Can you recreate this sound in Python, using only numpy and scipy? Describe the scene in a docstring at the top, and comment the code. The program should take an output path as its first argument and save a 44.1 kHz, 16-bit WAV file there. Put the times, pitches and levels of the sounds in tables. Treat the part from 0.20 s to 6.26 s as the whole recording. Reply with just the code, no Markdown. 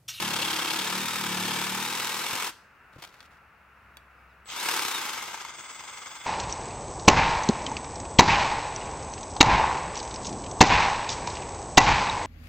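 """Outdoors, a cordless reciprocating saw cuts through a log; the slice drops off and the motor brakes.
The saw is shifted with scuffs and clicks, then revs up free and sinks to a slow chug, its motor drive singing.
One crank angle times the gear rattle, tooth rasp, shaking log and whines; shaped noise makes the rough
sounds and sine tones the pitched ones. A soft rush, a far hum and faint chirps lie behind."""
import sys
import numpy as np
from scipy import signal
from scipy.fft import rfft, irfft, next_fast_len
from scipy.io import wavfile
from scipy.ndimage import uniform_filter1d, map_coordinates

SR = 44100
rng = np.random.default_rng(int(sys.argv[2]) if len(sys.argv) > 2 else 0)


def put_to_file(sound):
    """Save the sound as 16-bit audio at rate SR, in the file named by the first command-line argument."""
    columns = np.atleast_2d(sound).T  # one column per channel
    safe = np.clip(columns, -1, 1)
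    whole_steps = np.round(safe * 32767)
    wavfile.write(sys.argv[1], SR, whole_steps.astype(np.int16))


N = 267246

# Crank speed in the cut, sagging as the saw is pressed in: start_s, strokes_per_s
CUT_SPEED = [(0, 37.44), (.15, 34.54), (.3, 35.6), (.45, 34.48), (.6, 36.22), (.72, 36.95), (.82, 38.93),
             (.94, 39.84), (1.06, 36.38), (1.2, 37.19), (1.36, 37.23), (1.5, 37.43), (1.62, 38.78),
             (1.76, 42.1), (1.95, 40.59), (2.12, 44.5), (2.28, 42.91)]
# Crank speed of the free run, a rev and then a slow chug: start_s, strokes_per_s
FREE_SPEED = [(4.26, 0), (4.35, 25.16), (4.43, 33.6), (4.52, 39.48), (4.62, 33.96), (4.76, 29.54),
              (4.9, 24.98), (5.04, 19.56), (5.2, 13.59), (5.36, 9.63), (5.47, 9.12), (5.6, 11.13),
              (6.06, 10.98)]
CUT_ANGLE, FREE_ANGLE = 1, 0.39  # crank angle as each run starts (turns)
FULL_RATE = 36.07  # full throttle (strokes per second)
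MOTOR_TURNS = 47 / 6  # motor turns per stroke
BRAKE_S, SWELL_IN_S = 0.067, 0.17  # brake to rest; the rattle swells in after a start
WOOD_LEFT_S, WOOD_FADE_S = 2.423, 0.35  # when the wood's hold on the blade has faded fully; fade length

# How hard the teeth bite as the saw is rocked: start_s, rasp_db
BITE = [(0, -38.5), (.17, -34), (.5, -34), (.78, -41), (.9, -58), (1.06, -42.5), (1.38, -37), (1.52, -48),
        (2.08, -46.5)]
# Colour of tearing wood: freq_hz, level_db (relative, per Hz)
TEETH_COLOUR = [(70, -53), (130, -6), (330, -10), (650, -7.5), (1000, -11), (2000, -12), (3300, 0),
                (4500, -5), (7000, -15), (10000, -33), (11700, -28), (15800, -21)]
# Resonances of the blade held in the cut: freq_hz, width_hz, lift_db (before the ring factor)
KERF = [(317, 27, 8), (493, 90, 5), (2710, 130, 9.5), (3180, 240, 1.5), (3420, 110, 4.5), (3800, 140, -4.5),
        (4540, 91, 0.5), (4960, 60, 5)]
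FULL_BITE_DB = -35
CATCH_TURN, LIFT_TURN, CATCH_DB = 0.675, 0.61, 5  # angle of the catch, turns until the teeth lift, jolt
TEETH_PER_PULL, TOOTH_DECAY, TOOTH_FLOOR = 6, 0.3, 0.25  # count, decay in tooth spacings, steady share
SQUEAL_HZ, SQUEAL_DB, SQUEAL_GROWS = 3220, -43, 1.5  # centre pitch, level at full bite, power of the bite
BLADE_HZ, BLADE_DB = 320, -63.5  # bending hum: resonance, level at full bite away from it

# Colour of the rattle at speed: freq_hz, level_db (relative, per Hz)
FAST_COLOUR = [(35, -61), (60, -31), (200, -15), (436, -11), (632, -14), (897, -2.5), (1330, -3),
               (1850, -6.5), (2500, -5), (3720, -7.5), (4180, -9), (6510, -11.5), (9910, -13), (13100, -13),
               (15800, -20)]
# Colour of the rattle at a slow chug: freq_hz, level_db (relative, per Hz)
SLOW_COLOUR = [(59, -22), (100, -19), (450, -9.5), (650, -10), (1190, 1), (2090, -3), (2800, -6),
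               (3400, -5.5), (3950, -12.5), (7600, -7), (8700, -13), (10000, -26.5), (12400, -37),
               (15000, -22)]
# Resonances of housing and blade: freq_hz, width_hz, lift_db (before any ring factor)
HOUSING = [(636, 52, -8), (880, 140, 4.5), (1460, 130, 2.5), (1950, 210, -4.5), (2120, 280, 5),
           (2800, 130, 2), (3630, 220, 3), (5180, 340, 4.5), (6420, 300, 3.5), (7720, 290, 4),
           (8420, 240, 5.5), (10100, 360, -7.5), (13100, 110, -9)]
# Resonances that ring out at a slow chug: freq_hz, width_hz, lift_db
CHUG_RING = [(857, 190, 6), (1855, 210, -7.5), (2105, 105, 13), (3425, 92, 11), (3670, 50, 8),
             (5000, 250, 8.5), (5300, 150, -4), (5840, 70, 2), (6590, 250, 10.5), (6950, 150, -13),
             (7600, 80, 7)]
# The slack slider clatters twice a turn at a slow chug: start_turn, length_turns, strength
CLATTER = [(0.93, 0.27, 0.95), (0.49, 0.21, 0.6)]
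# Gearbox growl, relative to the rattle: stroke_multiple, level_db
GROWL = [(9, -26), (10, -26), (12, -26), (14, -27)]
# The hollow of the housing lifts the growl: freq_hz, width_hz, lift_db
HOLLOW = [(445, 38, 6.5)]
# Rattle: a floor at idle, a power of speed above it (both before make-up gain)
IDLE_DB, FULL_DB, RATTLE_GROWS = -44.5, -33, 2.25
WOOD_DAMPS_DB, LOAD_ADDS_DB, RELEASE_T60_S = 4, 1.93, 0.3

# Whine of motor and pinion, relative to the rattle: motor_multiple, cut_db, free_db
WHINE = [(1.5, -25, -26), (3, -21, -24), (5, -24, -23), (6, -17, -25), (8, -17, -23), (12, -22, -40),
         (13, -26, -42), (16, -28, -21)]
# Gearbox resonances that lift the whine: freq_hz, width_hz, lift_db (halved fully in wood)
GEARBOX = [(1750, 170, 10), (3700, 380, 23)]
# Drive tones: switching_multiple, stroke_multiple (added), level_db (relative)
SIDEBANDS = [(1, -46, -10), (1, -32, -5), (1, -8, -5), (1, 8, -8), (1, 32, -6), (2, -32, -17),
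             (2, -52, -20), (2, -64, -17)]
# Drive level, slowing at which the motor coasts (strokes per second per s), power of current
DRIVE_DB, COAST_RATE, DRIVE_GROWS = -52, 14, 0.091
# Motor buzz under its starting current: start_s, level_db
START_LEVEL = [(4.255, -71), (4.3, -39.5), (4.345, -43.5), (4.41, -70)]
# Colour of that buzz: freq_hz, level_db (relative, per Hz)
START_COLOUR = [(700, -32), (2000, -12), (3000, 4), (3900, -2), (5000, -6), (8000, -11), (10000, -40)]

# The log shaken by the strokes: stroke_multiple, level_db (relative)
LOG = [(1, -43), (2, -20), (3, -5.5), (4, -2.5), (5, 1), (6, 1), (7, -1.5), (8, -10), (9, -18), (10, -10.5),
       (11, -24), (12, -19.5), (13, -32), (14, -5.5)]
# The log's own resonances: freq_hz, width_hz, lift_db
LOG_MODES = [(121.3, 8.6, 5.5), (189.6, 11.3, 8)]
# How hard the log shakes: start_s, level_db (before a trim)
SHAKE = [(0.0, -45), (0.04, -37.5), (0.5, -50), (0.85, -38.5), (0.9, -45), (1.08, -35.5), (1.47, -42),
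         (1.52, -40), (2.08, -50.5)]
# The shoe slaps the log at both ends of the pull: angle_turns, level_db (at full bite)
SLAPS = [(.68, -34.5), (.21, -28)]
SLAP_TURNS = 0.072  # decay of a slap
# The slack slider knocks: start_s, peak_db
KNOCKS = [(4.4868, -18), (4.593, -19), (5.082, -29), (5.1325, -28.5), (5.1428, -24), (5.175, -32),
          (5.215, -29), (5.249, -26), (5.438, -35)]
# Colour of knocks and slaps: freq_hz, level_db (relative, per Hz)
KNOCK_COLOUR = [(100, -23), (500, -10), (900, 2), (2500, -4), (4000, -12.5), (8000, -14), (11000, -21),
                (15800, -22)]
# Dull wooden bumps: start_s, level_db, pitch_hz, t60_s (of the lowest mode)
BUMPS = [(2.13, -32.5, 128, 0.065), (2.151, -30.5, 250, 0.043), (2.761, -36, 122, 0.047),
         (2.785, -34, 147, 0.029)]

# Handling clicks: start_s, peak_db, tilt_db_per_octave (above 2500 Hz)
CLICKS = [(2.7961, -45, 0), (2.8226, -33, 1), (2.8295, -33, 0), (2.8395, -34, -1.5), (2.849, -38, -2),
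          (2.875, -37, 1), (2.9415, -40, 0), (3.005, -34, -2.5), (3.0102, -41, -2), (3.0291, -41.5, 0),
          (3.054, -49, 0), (3.7702, -31, 1.5), (4.258, -40, -2.5)]
# Colour of clicks and scuffs: freq_hz, level_db (relative, per Hz)
TICK_COLOUR = [(60, -40), (250, -5.5), (700, 3), (1500, 2.5), (3500, 1.5), (6000, -5), (11000, -12),
               (15800, -10.5)]
# Steel of shoe and blade: pitch_hz, level_db (relative), t60_s
STEEL = [(1450, -2, 0.088), (3350, 4, .036), (3800, -10, 0.031), (4530, -4, 0.061), (9335, -14, .05),
         (12220, -4, .033), (13980, -12, .035)]
STEEL_DB = -18  # ring under each click
# Glove and shoe scuffs: start_s, length_s, level_db
SCUFFS = [(2.729, 0.044, -64), (2.786, 0.028, -55), (2.825, 0.026, -44), (2.864, 0.2, -61.5),
          (3.107, 0.073, -66.5)]
SCUFF_RISE_S, SCUFF_T60_S = 0.005, 0.036

# Surroundings: start_s, rush_db (before a trim), hum_db
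AIR = [(2.4, -55.5, -77), (3.3, -56.5, -67), (3.8, -54, -62.5), (4.22, -56, -59), (4.5, -57, -74)]
# Colour of the outdoor rush: freq_hz, level_db (relative, per Hz)
BREEZE_COLOUR = [(15, -47), (25, -27), (59, -11), (157, -15), (211, -16.5), (307, -22), (382, -20.5),
                 (604, -19), (1470, -12.5), (2090, -17.5), (2730, -19.5), (3220, -33), (8270, -44.5),
                 (14600, -43.5), (15800, -40)]
# A band that stands out of the rush: freq_hz, width_hz, lift_db
RUSH_BAND = [(1350, 290, 3.5)]
# Faint high chirps: start_s, length_s, start_hz, end_hz, level_db
CHIRPS = [(3.94, .1, 5100, 4950, -80), (4.075, .075, 5750, 4300, -77), (4.075, .075, 4350, 3300, -74)]
# Nearby ground and timber: delay_s, gain
WALLS = [(.0031, 0.2), (.0057, 0.074), (.0083, 0.13)]
# Decay of the yard: freq_hz, t60_s
YARD = [(150, 0.56), (1500, 0.27), (5000, 0.54), (14000, 0.28)]
# Left-right likeness: freq_hz, likeness
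ALIKE = [(100, 0.96), (600, 0.9), (1100, 0.96), (2000, 0.71), (4000, 0.47), (8000, 0.45), (14000, 0.44)]
# Stereo balance: freq_hz, left_minus_right_db
LEFT_LEAD = [(60, 1.5), (99, 1.5), (160, 2.5), (270, 1.0), (450, 0.5), (740, 3), (1220, 4), (2010, -2),
             (3330, 1.5), (5500, 2.5), (9080, 2.5), (15000, 0)]
TOP_HZ = 15800


def amp(db):
    """Decibels to gain."""
    return 10 ** (np.asarray(db) / 20)


def unit(x):
    """x at rms 1."""
    return x / np.sqrt(np.mean(x ** 2) + 1e-20)


def along(points, hz):
    """Read (freq_hz, value) points on a log frequency axis."""
    f, v = np.transpose(points)
    return np.interp(np.log(hz + 1), np.log(f + 1), v)


def curves(rows):
    """One value per sample for each column after the time."""
    s, *cols = np.transpose(rows)
    return [np.interp(np.arange(N) / SR, s, c) for c in cols]


def wobble(rate):
    """A smooth random curve, rate knots a second."""
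    knots = rng.standard_normal(int(N * rate / SR) + 4)
    return map_coordinates(knots, [np.arange(N) * rate / SR])


def lifted(hz, resonances):
    """Lift in dB at hz from (freq_hz, width_hz, lift_db) resonances."""
    return sum(lift / (1 + (2 * (hz - f) / width) ** 2) for f, width, lift in resonances)


def filtered(x, response):
    """x times a complex response of frequency."""
    m = next_fast_len(N + SR // 2)
    return irfft(rfft(x, m) * response(np.fft.rfftfreq(m, 1 / SR)), m)[..., :N]


def body(spectrum, resonances=(), ring=1, size=8192):
    """Causal impulse response of energy 1: a broad colour with resonances on top."""
    hz = np.fft.rfftfreq(size, 1 / SR)
    db = along(spectrum, hz) + ring * lifted(hz, resonances)
    # folding the cepstrum gives minimum phase
    cepstrum = irfft(np.log(amp(np.maximum(db, db.max() - 90))))
    cepstrum[1:size // 2] *= 2
    cepstrum[size // 2 + 1:] = 0
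    response = irfft(np.exp(rfft(cepstrum)))
    return response / np.linalg.norm(response)


def through(x, response):
    """A pair of signals rings a body."""
    return signal.fftconvolve(x, np.atleast_2d(response), axes=1)[:, :N]


def spread(pair):
    """Two unrelated signals become left and right, alike in the bass and looser in the treble."""
    turn = lambda hz: np.arccos(np.clip(along(ALIKE, hz), -1, 1)) / 2
    mid, side = filtered(pair, lambda hz: np.array([np.cos(turn(hz)), np.sin(turn(hz))]))
    return np.array([mid + side, mid - side])


def grains(rate, scatter_db, hiss):
    """Tiny impacts of uneven size, rate a second, over a share of smooth hiss; rms 1."""
    sizes = amp(scatter_db * np.clip(rng.standard_normal(N), -2, 2))
    hits = (rng.random(N) < rate / SR) * sizes
    return unit(unit(hits * rng.choice([-1, 1], (2, N))) + hiss * rng.standard_normal((2, N)))


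def lobe(turns, centre, sharp):
    """A smooth swell once per crank turn."""
    return np.exp(sharp * (np.cos(2 * np.pi * (turns - centre)) - 1))


def burst(turns, start, length):
    """Once per crank turn: a sudden start, a hold and a quick fall."""
    angle = (turns - start) % 1
    return np.clip(angle / 0.017, 0, 1) * np.clip((length - angle) / 0.047 + .5, 0, 1)


def per_stroke(turns, scatter_db):
    """A new strength for each half turn."""
    half = np.floor(2 * turns + .5).astype(int)
    return amp(scatter_db * rng.standard_normal(1024)[half])


def crank_speed(t):
    """Strokes per second: the cut, a hard brake to rest, then the free run."""
    braking = np.clip(1 - (t - CUT_SPEED[-1][0]) / BRAKE_S, 0, 1)
    return curves(CUT_SPEED)[0] * braking + curves(FREE_SPEED)[0]


def crank_angle(t, speed):
    """Turns of the crank: speed summed over time, counted from the start of each run."""
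    free = t >= FREE_SPEED[0][0]
    return np.where(free, FREE_ANGLE + np.cumsum(speed * free) / SR, CUT_ANGLE + np.cumsum(speed) / SR)


def effort(t, speed):
    """Load on the teeth, the wood's hold on the blade (0 to 1), and the strength of the rattle."""
    in_wood = np.clip((WOOD_LEFT_S - t) / WOOD_FADE_S, 0, 1)
    load = in_wood * amp(curves(BITE)[0] - FULL_BITE_DB)
    on_log = t < FREE_SPEED[0][0]
    # from rest the rattle grows to full strength
    swell = np.where(on_log, 1, np.clip((t - FREE_SPEED[0][0]) / SWELL_IN_S, 0, 1))
    shaking = amp(FULL_DB) * swell * np.minimum(speed / FULL_RATE, 1.05) ** RATTLE_GROWS
    released_s = np.maximum(t - CUT_SPEED[-1][0], 0)
    change_db = LOAD_ADDS_DB * load - on_log * (WOOD_DAMPS_DB + 60 * released_s / RELEASE_T60_S)
    level = np.hypot(amp(IDLE_DB), shaking) * np.clip(speed / 8, 0, 1) * amp(change_db)
    return load, in_wood, level


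def rasp(speed, turns, load):
    """On the pull the teeth catch with a jolt, tear fibres and squeal; on the return they lift."""
    stroke, angle = np.divmod(turns - CATCH_TURN + 1 + 0.0082 * wobble(44), 1)
    engaged = np.clip(angle / 0.044, 0, 1) * np.clip((LIFT_TURN - angle) / 0.1 + .5, 0, 1)
    jolt = 1 + amp(CATCH_DB) * np.exp(-angle / 0.025)
    pull = unit(0.25 + engaged * jolt * per_stroke(stroke / 2, scatter_db=2.7))
    # the teeth pass fastest in mid-pull; each bites suddenly and lets go
    travel = (1 - np.cos(np.pi * np.minimum(angle / LIFT_TURN, 1))) / 2
    passed = TEETH_PER_PULL * travel + .3 * wobble(30)
    bites = unit(TOOTH_FLOOR + engaged * np.exp(-(passed % 1) / TOOTH_DECAY))
    fibres = grains(2800, scatter_db=2.0, hiss=1.2)
    tearing = fibres * unit(pull * bites) * amp(FULL_BITE_DB) * load
    # teeth stick and slip at an unsteady pitch
    slip_hz = SQUEAL_HZ * (1 + .018 * wobble(110))
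    squeal_tone = np.sin(2 * np.pi * np.cumsum(slip_hz) / SR)
    squeal = amp(SQUEAL_DB) * engaged * per_stroke(stroke / 2, scatter_db=1.5) * squeal_tone
    bending = blade_hum(speed, turns)
    torn = spread(through(tearing, body(TEETH_COLOUR, KERF, ring=1.2)))
    return torn + np.sqrt(2) * (squeal * load ** SQUEAL_GROWS + bending * load)


def blade_hum(speed, turns):
    """The blade bends at stroke multiples, loudest near its own resonance."""
    hum = 0
    for k in range(8, 11):
        db = BLADE_DB + lifted(k * speed, [(BLADE_HZ, 45, 14)]) + 1.5 * wobble(11)
        hum = hum + amp(db) * np.sin(2 * np.pi * k * turns + .35 * wobble(12))
    return hum


def rattle(speed, turns, level):
    """Gears and slider chatter, hardest at the reversals; slow running is duller and clatters in two bursts."""
    hard = np.clip((speed - 11) / 19, 0, 1)
    loose = turns + 0.012 * wobble(40)  # play in the slider
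    # at speed the two reversals crowd together and leave one lull a turn
    reversals = lobe(loose, 0.93, sharp=3.9) + 0.48 * lobe(loose, 0.25, sharp=5.2)
    beat = unit(0.89 + reversals * per_stroke(turns, scatter_db=1.6))
    chug = unit(1 + sum(g * burst(loose, start, length) for start, length, g in CLATTER))
    hiss = grains(4000, scatter_db=1.5, hiss=0.85)
    teeth = tooth_contacts(turns, scatter_db=1.5)
    fast_drive = unit(hiss + .3 * teeth) * beat * level * np.sqrt(hard)
    slow_drive = unit(hiss + .8 * teeth) * chug * level * np.sqrt(1 - hard)
    fast = through(fast_drive, body(FAST_COLOUR, HOUSING, ring=0.73))
    slow = through(slow_drive, body(SLOW_COLOUR, CHUG_RING))
    growl = gearbox_growl(speed, turns) * hard * level  # only at speed
    return spread(amp(4.0) * fast + amp(2.5) * slow) + np.sqrt(2) * growl


def tooth_contacts(turns, scatter_db, count=47):
    """Each crank-gear tooth knocks with a strength of its own, varied a little each turn; rms 1."""
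    tooth = np.floor(count * turns).astype(int)
    own = rng.choice([-1, 1], (2, count)) * amp(scatter_db * (2 * rng.random(count) - 1))
    own -= own.mean(axis=1, keepdims=True)
    contact = np.diff(tooth, prepend=tooth[0])
    return unit(contact * own[:, tooth % count] * (1 + 0.44 * rng.standard_normal(N)))


def gearbox_growl(speed, turns):
    """Low multiples of the stroke rate, lifted by the hollow of the housing."""
    growl = 0
    for k, db in GROWL:
        gain = amp(db + lifted(k * speed, HOLLOW) + 2.5 * wobble(30))
        growl = growl + gain * np.sin(2 * np.pi * k * turns + .35 * wobble(25))
    return growl


def log_shake(speed, turns, in_wood):
    """Tugged each stroke, the wood answers later at higher multiples and louder near its resonances."""
    shake = 0
    for k, db in LOG:
        gain = amp(db + lifted(k * speed, LOG_MODES) + 1.4 * wobble(8.62))
        phase = 2 * np.pi * k * (turns - .25) - 0.2305 * k * k + 0.3 * wobble(12)
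        shake = shake + gain * np.cos(phase)
    return amp(curves(SHAKE)[0] - 4.5) * in_wood * np.minimum(speed / FULL_RATE, 1) ** 2 * unit(shake)


def shoe_slaps(turns, load):
    """The pull snatches the log against the shoe and the reversal throws it off: two dull knocks a stroke."""
    blows = sum(amp(db) * np.exp(-((turns - angle) % 1) / SLAP_TURNS) for angle, db in SLAPS)
    return spread(through(rng.standard_normal((2, N)) * blows * load, body(KNOCK_COLOUR, HOUSING)))


def gear_whine(speed, turns, level, in_wood):
    """Motor orders sing out where they cross a resonance; the wood damps that and makes them rough."""
    lurch = turns + .001 * np.sin(2 * np.pi * turns) + .0005 * wobble(140)
    ring, rough = 1 - in_wood / 2, .35 + .9 * in_wood
    mesh = 0
    for k, cut_db, free_db in WHINE:
        order = k * MOTOR_TURNS
        balance = amp(free_db + (cut_db - free_db) * in_wood)
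        gain = amp(ring * lifted(order * speed, GEARBOX) + 3 * wobble(70))
        mesh = mesh + balance * gain * np.sin(2 * np.pi * order * lurch + rough * wobble(130))
    return np.sqrt(2) * level * speed / FULL_RATE * mesh


def drive_tone(t, speed, turns):
    """In the free run the switching tone splits with speed; silent when coasting or at full throttle."""
    gaining = np.gradient(speed) * SR
    current = np.maximum(1 + gaining / COAST_RATE, 0) * (speed > 0)
    throttled = np.clip(1 - speed / FULL_RATE, 0, 1) * (t > FREE_SPEED[0][0])
    strength = uniform_filter1d(current ** DRIVE_GROWS * throttled, size=1200)
    switching_hz = 7952
    tones = 0
    for m, k, db in SIDEBANDS:
        cycles = m * switching_hz * t + k * turns + .4 * rng.random((2, 1))
        tones = tones + amp(db + 2.4 * wobble(25)) * np.sin(2 * np.pi * cycles)
    return np.sqrt(2) * amp(DRIVE_DB) * strength * tones


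def start_buzz(t, turns):
    """A short, rough buzz as the motor takes up the crank, pulsing with each motor turn."""
    pulsing = unit(1 + .6 * np.cos(2 * np.pi * MOTOR_TURNS * turns))
    on = (t > START_LEVEL[0][0]) & (t < START_LEVEL[-1][0])
    drive = rng.standard_normal((2, N)) * pulsing * on * amp(curves(START_LEVEL)[0])
    return spread(through(drive, body(START_COLOUR)))


def knocks():
    """Single hard knocks of the slider ring the housing."""
    t = np.arange(SR // 20) / SR
    out = np.zeros((2, N))
    for s, db in KNOCKS:
        strike = rng.standard_normal((2, len(t))) * amp(-60 * t / 0.022)
        knock = through(strike, body(KNOCK_COLOUR, HOUSING))
        out[:, round(s * SR):][:, :knock.shape[1]] += amp(db) * knock / np.abs(knock).max()
    return spread(out)


def bumps():
    """Wood lands softly: a low mode and two faster-dying ones above it."""
    t = np.arange(SR // 4) / SR
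    out = np.zeros(N)
    for s, db, hz, t60 in BUMPS:
        modes = 0
        for ratio, g in [(1, 0.82), (2.3, 0.78), (4.2, 0.8)]:
            modes = modes + g * np.sin(2 * np.pi * hz * ratio * t) * amp(-60 * t * np.sqrt(ratio) / t60)
        out[round(s * SR):][:len(t)] += amp(db) * modes * (1 - np.exp(-t / 0.0021))
    return out


def handling():
    """Short clicks ring the steel of the saw's shoe and blade over a gritty scuff."""
    t = np.arange(SR // 15) / SR
    decay = amp(-60 * t / .009) + .12 * amp(-60 * t / .03)
    out = np.zeros((2, N))
    for s, db, tilt_db in CLICKS:
        tilted = lambda hz: tilt_db * np.log2(max(hz / 2500, 1))
        colour = [(hz, level + tilted(hz)) for hz, level in TICK_COLOUR]
        click = through(rng.standard_normal((2, len(t))) * decay, body(colour))
        ring = 0
        for hz, level, t60 in STEEL:
            gain = amp(level + tilted(hz) + rng.normal(0, 2.0, (2, 1)) - 60 * t / t60)
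            ring = ring + gain * np.sin(2 * np.pi * (hz * t + rng.random((2, 1))))
        out[:, round(s * SR):][:, :click.shape[1]] += amp(db) * click / np.abs(click).max()
        out[:, round(s * SR):][:, :len(t)] += amp(db + STEEL_DB) * ring / 2
    grit = grains(2400, scatter_db=7.5, hiss=0.3) * scuffing()
    return spread(out + through(grit, body(TICK_COLOUR)))


def scuffing():
    """Each scuff rises quickly, holds and dies away."""
    t = np.arange(N) / SR
    level = 0
    for s, length, db in SCUFFS:
        rise = np.clip(1 + (t - s) / SCUFF_RISE_S, 0, 1)
        level = level + rise * amp(db - 60 * np.maximum(t - s - length, 0) / SCUFF_T60_S)
    return level


def yard(x):
    """A faint, short answer from the timber and walls nearby: noise decaying at its own pace in each band."""
    hz, t, z = signal.stft(rng.standard_normal((2, SR // 2)), SR, nperseg=256)
    tail = signal.istft(z * amp(-60 * t / along(YARD, hz)[:, None]), SR, nperseg=256)[1]
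    return spread(through(x, tail / np.linalg.norm(tail[0])))


def surroundings():
    """Shaped noise makes a soft outdoor rush; sines make a far-off low hum and a few falling chirps."""
    rush_db, hum_db = curves(AIR)
    rush = spread(through(rng.standard_normal((2, N)), body(BREEZE_COLOUR, RUSH_BAND)))
    rush = rush * amp(rush_db - 0.5 + 0.83 * wobble(6.75))
    hum = np.sin(2 * np.pi * 66 * np.arange(N) / SR + 0.97 * wobble(4.3))
    far = amp(hum_db + 0.78 * wobble(4.62)) * hum
    for s, length, start_hz, end_hz, db in CHIRPS:
        glide = np.linspace(start_hz, end_hz, round(length * SR))
        chirp = np.hanning(len(glide)) * np.sin(2 * np.pi * np.cumsum(glide) / SR)
        far[round(s * SR):][:len(glide)] += amp(db) * chirp
    return rush + far


def scene():
    """Saw and log in the open, louder on the left in most bands, the near sounds a hair earlier there."""
    t = np.arange(N) / SR
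    speed = crank_speed(t)
    turns = crank_angle(t, speed)
    load, in_wood, level = effort(t, speed)
    bright = rasp(speed, turns, load) + rattle(speed, turns, level) + shoe_slaps(turns, load)
    bright = bright + start_buzz(t, turns) + knocks() + handling()
    # close reflections ripple the treble
    echoes = lambda hz: sum(g * np.exp(-2j * np.pi * hz * s) for s, g in WALLS)
    near = filtered(bright, lambda hz: 1 + np.clip(hz / 1500, 0, 1) * echoes(hz))
    near = near + log_shake(speed, turns, in_wood) + gear_whine(speed, turns, level, in_wood) + bumps()
    lag_s = 3.4e-5  # right behind left
    sides = np.array([[1], [-1]])
    near = filtered(near, lambda hz: np.exp(1j * np.pi * hz * lag_s * sides))
    near = near + drive_tone(t, speed, turns)
    mix = near + amp(-17.5) * yard(near) + surroundings()
    return filtered(mix, lambda hz: amp(sides * along(LEFT_LEAD, hz) / 2))


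def record(dry):
    """Cut everything from the band limit upward."""
    return filtered(dry, lambda hz: hz < TOP_HZ)


dry = scene()
out = record(dry)
put_to_file(out)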